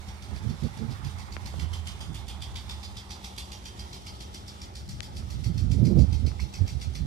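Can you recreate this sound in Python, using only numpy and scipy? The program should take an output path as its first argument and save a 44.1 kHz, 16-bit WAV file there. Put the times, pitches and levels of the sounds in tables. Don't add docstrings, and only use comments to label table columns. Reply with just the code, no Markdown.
import sys
import numpy as np
from scipy import signal
from scipy.fft import rfft, irfft
from scipy.io import wavfile
from scipy.ndimage import uniform_filter1d, map_coordinates

SR = 44100
rng = np.random.default_rng(int(sys.argv[2]) if len(sys.argv) > 2 else 0)


def generate_wav(signal):
    frames = np.transpose(np.atleast_2d(signal))
    scaled = np.clip(frames, -1, 1) * 32767
    pcm = np.round(scaled).astype(np.int16)
    wavfile.write(sys.argv[1], SR, pcm)


N = 311346
T = np.arange(N) / SR
HZ = np.fft.rfftfreq(N, 1 / SR)


def amp(db):
    return 10 ** (np.asarray(db) / 20)


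def unit_rms(x):
    return x / np.sqrt(np.mean(x ** 2) + 1e-20)


def curves(rows):
    times, *columns = np.transpose(rows)
    return [np.interp(T, times, column) for column in columns]


def spectra(rows):
    hz, *columns = np.transpose(rows)
    return [amp(np.interp(np.log(HZ + 1), np.log(hz), column)) for column in columns]


def colour(x, gain):
    return irfft(rfft(x) * gain, N)


def wander(hz):
    return unit_rms(colour(rng.standard_normal(N), np.exp(-(HZ / hz) ** 2)))


def add(mix, start_s, sound):
    part = mix[..., max(round(start_s * SR), 0):][..., :sound.shape[-1]]
    part += sound[..., :part.shape[-1]]


def stereo_noise(alike):
    shared, own = rng.standard_normal((2, N))
    return np.array([alike * shared + np.sqrt(1 - alike ** 2) * own, shared])


def shaped_noise(rows, alike):
    return colour(stereo_noise(alike), spectra(rows)[0] * np.sqrt(SR / 2))


# f/Hz, level/dB
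RUMBLE_TONE = [(20, -104), (31, -91), (42, -79), (70, -63), (115, -68), (155, -81), (215, -75.5),
               (290, -81), (370, -78), (450, -85), (700, -84.5), (860, -78), (1050, -92.5), (1280, -84),
               (1650, -97.5), (5000, -102), (16000, -122)]
# t/s, level/dB
BASS_SWELL = [(0, -13), (1.9, -4), (2.6, 3.5), (3.25, -4.5), (3.7, 1.5), (4.6, 1)]
def rumble(deep_hz=110):
    noise = shaped_noise(RUMBLE_TONE, alike=0.73) * amp(wander(11))
    bass = colour(noise, np.exp(-(HZ / deep_hz) ** 4))
    return noise + (amp(*curves(BASS_SWELL)) - 1) * bass


# f/Hz, level/dB
ROAR_TONE = [(300, -100), (620, -94), (820, -87), (1080, -89.5), (1500, -91), (2200, -90), (4000, -115)]
# t/s, level/dB
ROAR_FADE = [(0, 5), (1.1, 5.5), (2.7, 1), (3.5, -0.5), (4, -3.5), (7.06, -4)]
def wheel_roar():
    level_db, = curves(ROAR_FADE)
    return shaped_noise(ROAR_TONE, alike=0.28) * amp(level_db + wander(30))


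# f/Hz, level/dB
HISS_TONE = [(1000, -110), (2100, -97), (2600, -95.5), (3400, -90.5), (4300, -93), (5500, -93.5),
             (6700, -96), (8800, -97.5), (11000, -103), (14000, -112), (16000, -121)]
# t/s, level/dB
HISS_FADE = [(0, 1.5), (3.6, 1.7), (4.7, -1.5), (7.06, -1)]
def cable_hiss():
    level_db, = curves(HISS_FADE)
    return shaped_noise(HISS_TONE, alike=0.067) * amp(level_db + 1.9 * wander(22))


# f/Hz, level/dB
DRONE_NOTES = [(193.5, -56), (387, -72.5)]
def cable_drone(waver=0.0045):
    clock = np.cumsum(1 + waver * wander(2.76)) / SR
    hum = sum(amp(db) * np.sqrt(2) * np.sin(2 * np.pi * hz * clock) for hz, db in DRONE_NOTES)
    return hum * amp(0.62 * wander(11))


def resonate(x, hz, width_hz):
    spin = np.exp(2j * np.pi * np.cumsum(hz) / SR)
    feedback = np.exp(-np.pi * width_hz / SR)
    for _ in range(2):
        x = 2 * (spin * signal.lfilter([1 - feedback], [1, -feedback], x / spin)).real
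    return x


# t/s, level/dB, f/Hz
HOLLOW_BAND = [(0, -98.5, 1070), (.6, -84, 1182), (1, -79, 1160), (1.6, -79, 960), (2.2, -83, 950),
               (2.65, -80.5, 952), (3.4, -83.5, 968), (3.9, -88, 890), (4.6, -100, 863)]
def hollow_ring(width_hz=430, flicker_db=3.5, waver=0.073):
    level_db, hz = curves(HOLLOW_BAND)
    hz = hz * (1 + waver * wander(21))
    noise = stereo_noise(alike=0.32) * np.sqrt(SR / 2)
    return amp(level_db + flicker_db * wander(45)) * resonate(noise, hz, width_hz)


# t/s, level/dB, f/Hz
FLUTTER_NOTE = [(1.1, -42.5, 78.35), (1.19, -36.5, 87.7), (1.3, -47, 72.7), (1.41, -31.5, 80.6),
                (1.5, -45, 74.4), (1.62, -26, 76.6), (1.76, -32.5, 87.1), (1.88, -38, 78.7), (2, -56, 65),
                (2.3, -43.5, 73.4), (2.95, -41, 70), (3.1, -73, 72)]
def breeze_flutter(waver=0.03, left_db=-18):
    level_db, hz = curves(FLUTTER_NOTE)
    cycles = np.cumsum(hz * (1 + waver * wander(12))) / SR
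    note = np.sqrt(2) * np.sin(2 * np.pi * cycles)
    return amp([[left_db], [0]]) * amp(level_db + 1.9 * wander(33)) * note


TURN_S = 0.137307
TURN_STARTS = np.arange(0.0825, N / SR, TURN_S)
# t/s from the turn's start, level/dB, fade time/s
RIM_KNOCKS = [(-.011, -5.5, 0.0035), (0, -3, 0.015), (.0045, 5.5, 0.0038), (0.0134, -3, 0.037),
              (0.027, -22, .012), (.0475, -9, 0.0015), (.064, -17, 0.0015)]
# t/s, level/dB
WHEEL_LEVEL = [(0, -46.5), (.7, -45.5), (1.32, -43), (1.46, -40), (1.6, -40), (1.87, -38.5), (2.07, -43),
               (2.56, -38), (2.7, -39), (2.83, -41.5), (2.96, -42), (3.1, -38.5), (3.24, -40), (3.38, -36),
               (3.53, -42), (3.93, -44), (4.2, -46), (4.34, -44), (4.48, -46), (5.3, -46), (5.75, -43.5),
               (6.3, -43.5), (7.06, -39.5)]
def rim_chatter(attack_s=0.0007, scatter_db=0.5, looseness=0.098, grit_db=0.5):
    power, t = np.zeros(N), np.arange(SR // 7) / SR
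    levels = np.interp(TURN_STARTS, *np.transpose(WHEEL_LEVEL))
    levels += scatter_db * rng.standard_normal(len(levels))
    for start, turn_db in zip(TURN_STARTS, levels):
        for delay, knock_db, fade_s in RIM_KNOCKS:
            knock = amp(turn_db + knock_db) * (1 - np.exp(-t / attack_s)) * np.exp(-t / fade_s)
            delay *= 1 + looseness * rng.standard_normal()
            add(power, start + delay, knock ** 2)
    return stereo_noise(alike=0.65) * np.sqrt(power) * amp(grit_db * wander(1600))


# f/Hz, level/dB
RATTLE_TONE = [(200, -19), (1100, -4), (1650, -5), (2100, 3.5), (2550, 1.5), (3300, -10.5), (4000, 3),
               (5000, -1.5), (5900, -2.5), (6600, -3), (8500, -5.5), (11000, -10.5), (14000, -17),
               (16000, -51)]
# f/Hz, width/Hz, level/dB facing downhill, level/dB facing uphill
WHEEL_NOTES = [(2740, 60, 1, -12), (2810, 60, -10, -1), (3190, 55, -7, 2), (3490, 80, 4, 0),
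               (3615, 45, -10, -2), (4230, 45, 0, 3), (4600, 90, 9, 6), (4852, 42, 11.5, 9),
               (5055, 40, 4, 4), (5170, 35, 6, 4), (5320, 70, 2, -6), (5502, 55, 6, 9.5),
               (5880, 55, 7, 9.5), (6340, 50, 2, -6), (6650, 50, -12, -1), (6888, 40, 4, 7),
               (7160, 45, -1, -15), (7700, 55, -8, 3), (8050, 110, -1, -7), (8650, 50, -1, -15),
               (9520, 80, -4, -10), (10000, 130, -5, 2), (10700, 70, -2, -3), (11570, 180, -6, 2),
               (12050, 140, -4, 2)]
def wheel_rattle(level_db=2, ring_db=2):
    rings = sum(amp([[down_db], [up_db]]) / (1 + 2j * (HZ - hz) / width)
                for hz, width, down_db, up_db in WHEEL_NOTES)
    tone = spectra(RATTLE_TONE)[0] * (1 + amp(ring_db) * rings)
    downhill, uphill = tone / np.sqrt(np.mean(abs(tone) ** 2, axis=1, keepdims=True))
    return amp(level_db) * camera_swing(rim_chatter(), downhill, uphill)


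# t/s, clang level/dB, sizzle level/dB
RATTLE_SHINE = [(0, -2, -3), (1.5, -1, -0.5), (1.85, -1.5, 1.5), (2.2, -1.5, 3.5), (2.5, 0.5, -2),
                (2.86, 4.5, -2.5), (3.12, 1.5, -2.5), (3.38, 1.5, 1.5), (4, 4.5, 1.5), (5.1, 1.5, 4.5),
                (5.8, 0.5, 0.5), (7.06, -1.5, -2.5)]
def clang_and_sizzle(rattle, clang_hz=4780, width_hz=950, sizzle_hz=6500):
    clang_db, sizzle_db = curves(RATTLE_SHINE)
    clang = colour(rattle, np.exp(-((HZ - clang_hz) / width_hz) ** 2))
    sizzle = colour(rattle, 1 - np.exp(-(HZ / sizzle_hz) ** 8))
    return rattle + (amp(clang_db) - 1) * clang + (amp(sizzle_db) - 1) * sizzle


# t/s, level/dB, f/Hz
CABLE_SONG = [(0, -1.5, 3300), (1.4, -9, 3240), (1.8, 7, 3113), (2.6, 5.5, 3330), (3.2, -1.5, 3360),
              (3.7, 4, 3200), (4.6, 0.5, 3300), (7.06, -9, 3300)]
def cable_singing(rattle, boost_db=8, width_hz=560, echo_s=0.06):
    level_db, hz = curves(CABLE_SONG)
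    t = np.arange(SR // 8) / SR
    tail = rng.standard_normal((2, len(t))) * np.exp(-t / echo_s)
    tail /= np.linalg.norm(tail, axis=1, keepdims=True)
    echoes = signal.oaconvolve(rattle, tail, axes=1)[:, :N]
    return amp(level_db + boost_db) * resonate(rattle + 0.5 * echoes, hz, width_hz)


# t/s from the turn's start, level/dB, timing scatter/s
WHEEL_PUSHES = [(-.004, 2.5, 0.00075), (0.06, -14, 0.00356)]
# f/Hz, level/dB, time to fade by 60 dB/s
BED_NOTES = [(61.8, -39.5, 0.26), (77.8, -49.5, 0.62), (108.3, -38, 0.082), (180, -39, 0.056)]
def wheel_thumps(level_db=1.5, scatter_db=2, rise_s=0.0059, follow=0.2):
    out, t = np.zeros(N), np.arange(SR // 2) / SR
    thump = -sum(amp(db - 60 * t / fade_s) * np.sin(2 * np.pi * hz * t) for hz, db, fade_s in BED_NOTES)
    thump *= 1 - np.exp(-t / rise_s)
    for start in TURN_STARTS:
        for delay, db, scatter_s in WHEEL_PUSHES:
            size, slip = rng.standard_normal(2)
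            add(out, start + delay + scatter_s * slip, amp(db + scatter_db * size) * thump)
    wheel_db, = curves(WHEEL_LEVEL)
    swell_db = follow * (wheel_db - wheel_db.mean())
    return amp(level_db + swell_db) * colour(out, 1 - np.exp(-(HZ / 45) ** 6))


# t/s, level/dB, half length/s, brightness/dB, f/Hz, glide/(Hz per s)
WIND_GUSTS = [(0.335, -27, 0.028, 0.5, 80.2, -400), (0.483, -23.5, 0.043, 5.5, 120.9, 452.5),
              (0.641, -19, 0.011, 8.5, 128.8, 0), (.659, -21, .012, 7, 252, 0),
              (0.827, -25, 0.026, 5, 223.6, -3), (0.911, -26, 0.02, 0, 102.4, -300),
              (1.063, -28.5, 0.023, -2.5, 130.7, -300), (1.61, -31, 0.04, 3.5, 150, -10),
              (2.112, -31, 0.02, 5, 151.6, 5), (4.934, -42, 0.12, -6, 69.83, -0.5),
              (5.211, -29.5, 0.042, -4.5, 89.9, -4), (5.474, -18.5, 0.011, 0, 116, -400),
              (5.505, -24, .01, 8, 165, -9.5), (5.575, -25, .018, -4, 116, 0),
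              (5.641, -17.5, 0.016, -8, 98.9, 597), (5.745, -18, 0.028, -12, 71.2, 591),
              (5.828, -15, 0.025, 14, 117.8, 892), (5.872, -14.5, .012, 18, 160.6, 0),
              (5.92, -16.5, 0.027, 11, 184.4, -900), (5.978, -6.5, 0.018, 11, 138.4, -600),
              (6.018, -9, 0.021, 3, 80.7, -200), (6.144, -21, 0.06, -6, 78.14, -200),
              (6.26, -18.5, .03, -0.5, 83, -700), (6.434, -22.5, 0.024, -10, 60.8, 0),
              (6.625, -17, 0.021, -4, 94.6, 3), (6.754, -23, 0.022, -8, 74.6, 0),
              (6.892, -26.5, 0.028, -8, 69.6, -4), (7.039, -20, 0.038, -6.5, 54.8, -2)]
def gust_notes(waver=0.0725, lumpy_db=1.5, octave_db=-11):
    out = np.zeros(N)
    drift = 1 + waver * wander(40)
    lumps = amp(lumpy_db * wander(62))
    for peak_s, db, length, bright_db, hz, glide in WIND_GUSTS:
        near = abs(T - peak_s) < 3.5 * length
        t = T[near] - peak_s
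        phase = 2 * np.pi * (rng.random() + np.cumsum((hz + glide * t) * drift[near]) / SR)
        octave = amp(octave_db) / (1 + amp(-bright_db))
        swell = amp(db) * np.exp(-0.5 * (t / length) ** 2)
        out[near] += swell * np.sqrt(2) * (np.sin(phase) + octave * np.sin(2 * phase))
    return out * lumps


def rough_air(tone, lumpy_db, lumpy_hz):
    noise = colour(stereo_noise(alike=0.45), spectra(tone)[0])
    noise /= np.sqrt(uniform_filter1d(noise ** 2, size=1800, axis=1) + 1e-20)
    return noise * unit_rms(amp(lumpy_db * wander(lumpy_hz)))


# f/Hz, level/dB
PUSH_TONE = [(20, -60), (31, -27), (41, -13), (55, 2.5), (85, 2.5), (130, -3), (190, -14.5), (300, -28),
             (600, -51), (1500, -97)]
SWIRL_TONE = [(50, -16), (110, -2), (165, 4.5), (245, -1), (320, -9.5), (450, -16.5), (620, -24.5),
              (900, -39.5), (1500, -56), (4000, -62.5)]
# t/s, level/dB
BREEZE_LEVEL = [(.15, -74), (.4, -47), (.9, -34.5), (1.25, -40.5), (2.25, -36), (2.7, -45.5), (3, -58),
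                (4.8, -60.5), (5.35, -29), (5.6, -25.5), (5.75, -19.5), (5.95, -24), (6.08, -25),
                (6.33, -31), (6.52, -43), (6.8, -36), (7.06, -37)]
# t/s, level/dB
LEFT_WIND = [(4.3, -25), (4.92, 9.5), (5.2, -8.5), (5.5, -15.5), (6.3, -23.5), (7.06, -14)]
def wind(level_db=-1, swirl_db=-7, note_share=0.47):
    breeze_db, = curves(BREEZE_LEVEL)
    breeze_power = amp(breeze_db + 0.5 * wander(8)) ** 2
    breeze_bright_db = -3 + 0.5 * (breeze_db - breeze_db.max())
    blows = [(breeze_power, breeze_bright_db)]
    for peak_s, db, length, bright_db, *_ in WIND_GUSTS:
        power = (1 - note_share) * amp(db) ** 2 * np.exp(-((T - peak_s) / length) ** 2)
        blows.append((power, bright_db))
    push, swirl = np.zeros((2, N))
    for power, bright_db in blows:
        swirl_to_push = amp(swirl_db + bright_db) ** 2
        push += power / (1 + swirl_to_push)
        swirl += power * swirl_to_push / (1 + swirl_to_push)
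    air = np.sqrt(push) * rough_air(PUSH_TONE, lumpy_db=1, lumpy_hz=30.2)
    air += np.sqrt(swirl) * rough_air(SWIRL_TONE, lumpy_db=2.5, lumpy_hz=71)
    air += np.sqrt(note_share) * gust_notes()
    air[0] *= amp(*curves(LEFT_WIND))
    return amp(level_db) * colour(air, 1 - np.exp(-(HZ / 37) ** 6))


# t/s, level/dB, f/Hz, time to fade by 60 dB/s, left minus right/dB
CASE_TICKS = [(1.3665, -11.5, 890, 0.0015, 24), (1.3667, -13, 1990, 0.0011, 24),
              (1.367, -30, 318, 0.015, 23), (1.5407, -20.5, 640, 0.0044, 26),
              (5.0054, -2, 3060, 0.00053, 31), (6.317, -21, 1350, 0.00097, 18),
              (6.394, -33, 2130, 0.021, -21), (6.3973, -35.5, 1006, 0.019, -12),
              (6.3997, -31.5, 2240, 0.023, -19)]
def case_ticks():
    out, t = np.zeros((2, N)), np.arange(SR // 20) / SR
    for start, db, hz, fade_s, side_db in CASE_TICKS:
        ring = amp(db - 60 * t / fade_s) * np.sin(2 * np.pi * hz * t)
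        band = signal.butter(3, [hz / 2, min(3 * hz, 12000)], "band", fs=SR, output="sos")
        sides = amp(np.minimum([[side_db], [-side_db]], 0))
        add(out, start, sides * signal.sosfilt(band, ring))
    return out


# t/s, direction (0 downhill, 1 uphill)
FACING = [(2.7, 0.19), (4.3, 0.82)]
def camera_swing(x, downhill, uphill):
    facing, = curves(FACING)
    return (1 - facing) * colour(x, downhill) + facing * colour(x, uphill)


# f/Hz, level/dB facing downhill, level/dB facing uphill
LEFT_TONE = [(99, 3.5, -2), (460, -7, 1), (820, -3.5, -0.5), (1160, -16, 1.5), (1690, -12, -5),
             (2370, -13, -4.5), (3320, -2.5, 3), (3780, -1, 1.5), (4800, -8, -1.5), (5860, -12.5, 2.5),
             (6300, -22, -7.5), (7900, -26, -9.5), (10400, -16, -21)]
# t/s, delay/ms
LEFT_DELAY = [(0, -.18), (1.1, -.33), (1.6, -.28), (2.1, -.12), (2.6, .07), (3, .25), (3.8, .39),
              (4.6, .45)]
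def dull_and_shift_left(track, in_step_hz=4560):
    delay_ms, = curves(LEFT_DELAY)
    left = camera_swing(track[0], *spectra(LEFT_TONE))
    low = colour(left, np.exp(-(HZ / in_step_hz) ** 20))
    shifted = map_coordinates(low, [(T - delay_ms / 1000) * SR], order=3, mode="mirror")
    return np.array([shifted + left - low, track[1]])


def shimmer(x, depth_db, frames):
    hz, _, bands = signal.stft(x, SR, nperseg=512, noverlap=384)
    drift = uniform_filter1d(rng.standard_normal(bands.shape[:0:-1]), size=frames, axis=0)
    drift = unit_rms(uniform_filter1d(drift, size=2, axis=1)).T
    above_bass = np.clip((hz - 400) / 500, 0, 1)[:, None]
    bands *= amp(depth_db * above_bass * drift)
    return signal.istft(bands, SR, nperseg=512, noverlap=384)[1][:, :N]


def scene():
    rattle = wheel_rattle()
    metal = shimmer(clang_and_sizzle(rattle) + cable_singing(rattle), depth_db=2.5, frames=70)
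    cable = shimmer(rumble() + wheel_roar() + cable_hiss() + cable_drone(), depth_db=1.9, frames=40)
    track = metal + cable + hollow_ring() + wheel_thumps()
    return dull_and_shift_left(track) + wind() + breeze_flutter() + case_ticks()


def record(dry):
    low_pass = signal.firwin(511, 15650, window=("kaiser", 9), fs=SR)
    return signal.oaconvolve(dry, low_pass[None], "same")


dry = scene()
out = record(dry)
generate_wav(out)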